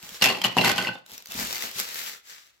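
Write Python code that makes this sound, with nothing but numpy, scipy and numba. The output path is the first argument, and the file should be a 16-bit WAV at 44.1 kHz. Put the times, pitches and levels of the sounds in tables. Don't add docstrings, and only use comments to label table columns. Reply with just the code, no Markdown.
import sys
import numpy as np
from scipy import signal
from scipy.fft import rfft, irfft
from scipy.io import wavfile
from scipy.ndimage import uniform_filter1d, map_coordinates
from numba import njit

SR = 44100
rng = np.random.default_rng(int(sys.argv[2]) if len(sys.argv) > 2 else 0)


def gain_from_db(level_db):
    decades = np.asarray(level_db, float) / 20
    return 10 ** decades


def materialize(psi):
    bounded = np.clip(np.atleast_2d(psi).T, -1, 1)
    quanta = np.round(bounded * 32767).astype(np.int16)
    wavfile.write(sys.argv[1], SR, quanta)


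N = 114660

# [f/Hz, level/dB]
HUSH_SPECTRUM = [(18, -25), (30, 9.5), (345, -5), (1280, -1.5), (3500, -6), (8000, -15.5), (16000, -27.5)]
# [t/s, peak/dB]
BUMPS = [(0.033, -43), (0.118, -44), (0.223, -27.5), (0.449, -38), (0.568, -51), (0.719, -31), (0.82, -36),
         (1.121, -45.5), (1.29, -48), (1.35, -33), (1.373, -34.5), (1.392, -31.5), (1.415, -31),
         (1.44, -36.5), (1.465, -42), (1.639, -41), (1.758, -41.5), (1.801, -49)]
# [f/Hz, level/dB, t60/s]
SOFT_MODES = [(60, -9.5, 0.097), (94.8, -4, 0.054), (186, 5.5, 0.034)]
# [t/s, level/dB]
BAG_OPENS = [
    (0, -52.5),
    (.03, -43.5),
    (.15, -41),
    (.18, -47),
    (.21, -43.5),
]
# [t/s, level/dB]
BAG_MOVES = [(1.06, -58.5), (1.148, -43), (1.24, -59.5), (1.311, -42.5), (1.409, -28), (1.5, -34),
             (1.632, -31.5), (1.729, -43), (1.797, -29), (1.86, -38), (1.97, -33.5), (2.098, -37),
             (2.17, -47.5), (2.221, -61.5), (2.301, -41.5), (2.42, -54.5), (2.498, -59.5), (2.6, -74.5)]
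# [f/Hz, level/dB]
FILM_SPECTRUM = [(60, -9.5), (600, 1.5), (2050, 1.5), (4500, -1), (7570, -5), (8800, -14.5), (13900, -6.5),
                 (16500, -15)]
# [t/s, peak/dB, f/Hz]
SNAPS = [(0.0278, -30, 2070), (0.0915, -26.5, 3300), (1.063, -34.5, 3980), (1.0965, -42, 5530),
         (1.1086, -34.5, 5040), (1.1175, -29, 3500), (1.134, -33, 6700), (1.1375, -32, 7600),
         (1.1793, -24, 5700), (1.2233, -33, 3920), (1.258, -26.5, 4500), (1.2713, -30.5, 5750),
         (1.2858, -36, 2820), (1.3032, -38, 3710), (1.3125, -25.5, 2830), (1.3202, -20, 3550),
         (1.3411, -24.5, 3600), (1.3778, -21.5, 4570), (1.3977, -15.5, 4630), (1.4073, -19.5, 5550),
         (1.4121, -21, 4400), (1.4493, -20, 7370), (1.4714, -20, 3600), (1.5274, -14.5, 5660),
         (1.5474, -19.5, 2100), (1.5569, -18, 4660), (1.5654, -20, 2040), (1.5808, -20, 4840),
         (1.6232, -17, 1990), (1.7135, -22.5, 4700), (1.7647, -28, 2650), (1.7854, -20, 6100),
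         (1.7924, -16, 3850), (1.7996, -11, 7600), (1.8128, -20, 3770), (1.8894, -25, 3970),
         (1.944, -19.5, 4300), (1.9914, -25, 2170), (1.9912, -24, 3880), (2.0374, -25, 2320),
         (2.0617, -24.5, 3300), (2.0954, -26.5, 2020), (2.2736, -38, 4550), (2.468, -44.5, 5350)]
# [f/Hz, level/dB, t60/s]
TILE_MODES = [(1945, 2, 0.049), (2080, -5.5, 0.052), (2710, -11, 0.098), (2800, 7.5, 0.025),
              (2920, -10.5, 0.035), (3110, 5, .025), (3640, -1.5, .02), (4260, -5.5, 0.011),
              (4426, 4, 0.035), (5080, 0, 0.027), (5100, -21.5, .02), (6380, -35.5, 0.005),
              (7520, -17.5, 0.038)]
# [f/Hz, level/dB, t60/s]
RIM_MODES = [(1488, 1, .1), (1527, -2, .07)]
# [f/Hz, level/dB, t60/s]
TABLE_MODES = [(131.7, -10, 0.16), (189.5, -6.5, 0.1), (264, 2, 0.038), (323, -3.5, .05), (389, 8, 0.023),
               (512, 3, 0.041), (607, 5, 0.036), (702, 4.5, 0.033), (798, 10, 0.027), (1007, 8, 0.032),
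               (1192, -5.5, 0.059)]
# [f/Hz, level/dB]
CRACK_SPECTRUM = [(150, -17.5), (800, -2.5), (2500, 7), (5000, 1.5), (7800, -3.5), (8900, -10.5),
                  (13000, -3.5), (16000, -20)]
# [t/s, level/dB]
CHATTER = [(.22, -33.5), (.27, -34), (.33, -42), (.41, -51), (.437, -59.5), (.45, -31.5), (.5, -49),
           (.562, -52.5), (.575, -38), (.7, -32), (.74, -42), (.775, -40), (.8, -36.5), (.84, -45.5),
           (.9, -50), (.97, -63.5), (1.05, -91)]
# [t/s, peak/dB]
ROCKS = [
    (0.641, -20),
    (0.6956, -20),
    (0.721, -32),
    (0.7534, -36),
    (0.7844, -20.5),
    (0.8065, -25),
    (0.829, -35),
    (0.857, -29),
    (0.889, -22.5),
    (0.9353, -40),
]
# [t/s, peak/dB, table thud/dB, loudest ring f/Hz, crack/dB]
DROPS = [(0.213, -17, -17.5, 4400, -10), (0.2213, -6, -20, 2816, -4),
         (0.2245, -10, -28.5, 5610, -6.5), (0.231, -10, -21.5, 2730, -8.5),
         (0.24, -8, -25.5, 5320, -3.5), (0.2425, -9.5, -30.5, 2700, -9), (0.25, -10, -22.5, 2800, -7),
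         (0.258, -7.5, -15.5, 2640, -6), (0.265, -13.5, -19, 2750, -10), (0.273, -7, -32, 2724, -19),
         (0.2855, -15, -23, 2640, -8.5), (0.2915, -8.5, -25, 2850, -18.5),
         (0.301, -14.5, -12.5, 4380, -16), (0.309, -15.5, -16.5, 2770, -18),
         (0.3485, -18, -13.5, 2680, -20), (0.372, -26.5, -11, 2940, -21),
         (0.4158, -13.5, -21, 3190, -14), (0.4165, -20, -26.5, 4980, -11),
         (0.438, -19.5, -24.5, 4400, -6), (0.4412, -14, -18, 3060, -5),
         (0.4463, -3.5, -25, 2920, -22.5), (0.4922, -28, -19, 2890, -23),
         (0.5256, -29.5, -12.5, 2580, -21.5),
         (0.568, -9.5, -8.5, 925, -14.5), (0.575, -15.5, -14.5, 820, -17.5),
              (0.584, -4, -23.5, 2790, -23.5), (0.591, -9, -13, 2800, -21),
              (0.6106, -11.5, -15, 4040, -12.5), (0.615, -12, -15.5, 2720, -18.5),
              (0.639, -16, -14.5, 1550, -12.5), (0.6458, -13.5, -8.5, 4100, -0.5),
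              (0.654, -14.5, -21.5, 2670, -16), (0.66, -9.5, -24, 1990, -15.5),
              (0.664, -17, -19, 4480, -13), (0.678, -12.5, -17, 2740, -3), (0.692, -14, -26, 4490, -3),
              (0.696, -14, -14.5, 2260, -6), (0.708, -19, -16.5, 2840, -12), (0.715, -20.5, -24, 3450, 1.5),
              (0.761, -22.5, -13.5, 2020, -4.5), (0.7804, -11, -21, 3026, -9),
              (0.787, -14.5, -18.5, 2760, -21.5), (0.815, -21, -22, 3150, -13),
              (0.8485, -16, -30, 2020, -21), (0.8708, -11.5, -20.5, 2777, -25.5),
              (0.88, -14.5, -16, 2670, -22), (0.888, -18.5, -13, 2930, -51), (0.954, -31, -8.5, 3580, -20)]

TILE_RISE_S, TILE_DETUNE = 0.0005, 0.039


def unit(x):
    return x / np.sqrt(np.mean(x ** 2))


def colour(x, points):
    p = np.array(points, float)
    hz = np.maximum(np.arange(1025) * SR / 2048, 10)
    gain_db = np.interp(np.log(hz), np.log(p[:, 0]), p[:, 1])
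    cepstrum = irfft(np.log(gain_from_db(gain_db)))
    cepstrum[1:1024] *= 2
    cepstrum[1025:] = 0
    response = irfft(np.exp(rfft(cepstrum)))
    if x.ndim > 1:
        response = response[None]
    return signal.fftconvolve(x, response)[..., :N]


def walk(rate_hz):
    hold = int(SR / rate_hz)
    levels = np.repeat(rng.standard_normal(N // hold + 1), hold)
    return uniform_filter1d(levels, hold)[:N]


def train(times_s, sizes):
    i = np.clip((np.asarray(times_s) * SR).astype(int), 0, N - 1)
    return np.array([np.bincount(i, s, N) for s in np.atleast_2d(sizes)])


def clicks(per_s, scatter_db):
    u = rng.random((3, N))
    happens = u[0] < per_s / SR
    return unit(happens * np.sign(u[1] - .5) * gain_from_db(-scatter_db * np.log(u[2] + .05)))


def burst(times_s, db, t60_s):
    pole = np.exp(-np.log(1000) / (t60_s * SR))
    env = signal.lfilter([1], [1, -pole], train(times_s, gain_from_db(db)))
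    n = rng.standard_normal((3, N))
    return 0.26 * env * (n[0] + 2.19 * n[1:])


@njit
def decays(start, pole, rise, size, n):
    out = np.zeros((2, n))
    for k in range(len(start)):
        z, a, i = 1 + 0j, 1., start[k]
        while z.real ** 2 + z.imag ** 2 > 1e-5 and i < n:
            z, a = z * pole[k], a * rise
            v = z.imag * (1 - a)
            out[0, i] += v * size[0, k]
            out[1, i] += v * size[1, k]
            i += 1
    return out


def ring(times_s, db, modes, scatter_db, rise_s, detune=TILE_DETUNE):
    chance = rng.standard_normal((len(times_s), len(modes), 3))
    columns = ([np.broadcast_to(m[c], len(times_s)) for m in modes] for c in range(3))
    hz, mode_db, t60_s = (np.array(column, float).T for column in columns)
    side = .5 * np.minimum(hz / 2500, 1) * chance[..., 1]
    size = gain_from_db(np.asarray(db)[:, None] + mode_db + scatter_db * chance[..., 0])
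    size = size * np.array([1 + side, 1 - side])
    tuned_hz = hz * (1 + detune * chance[..., 2])
    pole = np.exp(2j * np.pi * tuned_hz / SR - np.log(1000) / (t60_s * SR))
    start = np.repeat((times_s * SR).astype(np.int64), len(modes))
    rise = np.exp(-1 / (rise_s * SR))
    return decays(start, pole.ravel(), rise, size.reshape(2, -1), N) / np.sqrt(len(modes))


def hush():
    return gain_from_db(-72) * unit(colour(rng.standard_normal((2, N)), HUSH_SPECTRUM))


def room(x):
    t60_s, treble_t60_s, first_echo_s, level_db = 0.29, 0.28, 0.0025, -9.5
    split_hz, top_hz, alike_hz = 6500, 6000, 300
    t = np.arange(int(.5 * SR)) / SR
    tail = rng.standard_normal((2, len(t))) * gain_from_db(-60 * t / t60_s) * (t > first_echo_s)
    dull = signal.lfilter(*signal.butter(2, split_hz, fs=SR), tail)
    tail = dull + (tail - dull) * gain_from_db(-60 * t / treble_t60_s)
    tail = signal.lfilter(*signal.butter(1, top_hz, fs=SR), tail)
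    tail = tail - signal.lfilter(*signal.butter(2, alike_hz, fs=SR), tail - tail[0])
    tail = tail / np.sqrt((tail ** 2).sum(1, keepdims=True))
    return gain_from_db(level_db) * signal.fftconvolve(x.mean(0, keepdims=True), tail)[:, :N]


def bumps():
    t, db = np.array(BUMPS).T
    return ring(t, db + 3.5, SOFT_MODES, 0.86, rise_s=0.0021, detune=0.19)


def bag_film(now):
    creases_per_s, crease_scatter_db = 500, 7
    ticks_per_s, ticks_db, rustle_db, width, flutter_db = 630, -15.5, -4, 0.94, 1.5
    film, broad, flutter = 0, clicks(creases_per_s, crease_scatter_db), walk(60)
    bass_loss_db = 9 * np.maximum(now - 1.45, 0) + 0.5 * (now < .5)
    treble_db = -3.5 * np.clip((now - 2.15) / .1, 0, 1)
    for hz in 60 * 2 ** np.arange(0, 8.1, .5):
        sos = signal.butter(1, [hz / 1.19, hz * 1.19], "band", fs=SR, output="sos")
        ticks = clicks(ticks_per_s * hz / 8000 + 60, crease_scatter_db)
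        n = rng.standard_normal((3, N))
        rustle = gain_from_db(rustle_db) * n[0] + width * np.sqrt(hz / 1000) * n[1:]
        band = signal.sosfilt(sos, broad + gain_from_db(ticks_db) * ticks + rustle)
        band_db = flutter_db * (flutter + walk(25)) - bass_loss_db * (hz < 1300) + treble_db * (hz > 8000)
        film = film + band * gain_from_db(band_db)
    handling = np.vstack([BAG_OPENS, [(.23, -90), (1.045, -85)], BAG_MOVES])
    return unit(colour(film, FILM_SPECTRUM)) * gain_from_db(np.interp(now, *handling.T))


def bag_snaps():
    t, db, hz = np.array(SNAPS).T
    puffs = signal.lfilter([1, -0.77], [1], burst(t, db + 8, t60_s=0.0082))
    return colour(puffs, FILM_SPECTRUM) + ring(t, db - 4, [(hz, 0, 0.0084)], 0, rise_s=0.0004, detune=0)


def bag():
    lag_s, pan_db = 0.000517, 2.5
    now = np.arange(N) / SR
    sound = bag_film(now) + bag_snaps()
    left = np.interp(now, [.6, 1.2, 2.2], [0, .65, 1]) + 0.11 * walk(8.9)
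    out = sound * gain_from_db(pan_db * left * np.array([[.5], [-.5]]))
    late_right = map_coordinates(out[1], [(now - lag_s * left) * SR], mode="mirror")
    return np.array([out[0], late_right])


def blows(t, db, thud_db, crack_db):
    body = ring(t, db, TILE_MODES, 2.5, TILE_RISE_S)
    rim = ring(t, db - 22, RIM_MODES, 2.1, TILE_RISE_S, 0.003)
    table = ring(t, db + thud_db + 5, TABLE_MODES, 2.37, rise_s=0.00086)
    crack = colour(burst(t, db + crack_db + 7, t60_s=0.032), CRACK_SPECTRUM)
    return body + rim + table + crack


def chatter():
    chance = rng.random((520, 2))
    when = .222 + np.cumsum(-np.log(chance[:, 0])) / 600
    size_db = np.interp(when, *np.array(CHATTER).T) - 2.5 * np.log(chance[:, 1])
    return blows(when, size_db + 1, thud_db=-6.5, crack_db=-10.5)


def rocking_tile():
    taps = ring(*np.array(ROCKS).T, RIM_MODES, 0, rise_s=0.00077, detune=0.0023)
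    return taps * gain_from_db(2.3 * walk(90.55))


def tile_drops():
    t, db, thud_db, hz, crack_db = np.array(DROPS).T
    loudest = ring(t, db - 4, [(hz, 0, 0.024)], 0, TILE_RISE_S, detune=0)
    return blows(t, db - 12.5, thud_db + 13, crack_db + 10) + loudest


def tiles():
    table_low_cut = signal.butter(4, 122, "high", fs=SR, output="sos")
    return signal.sosfilt(table_low_cut, chatter() + rocking_tile() + tile_drops())


def scene():
    near = bumps() + bag() + tiles()
    return hush() + room(near) + near


def roll_off(x):
    return signal.sosfilt(signal.butter(12, 16980, fs=SR, output="sos"), x)


def record(dry):
    low_cut = signal.butter(2, 46.4, "high", fs=SR, output="sos")
    top_cut = signal.ellip(8, .3, 40, 15950, fs=SR, output="sos")
    mix = signal.sosfilt(top_cut, signal.sosfilt(low_cut, np.tanh(dry)))
    return roll_off(mix)


dry = scene()
out = record(dry)
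materialize(out)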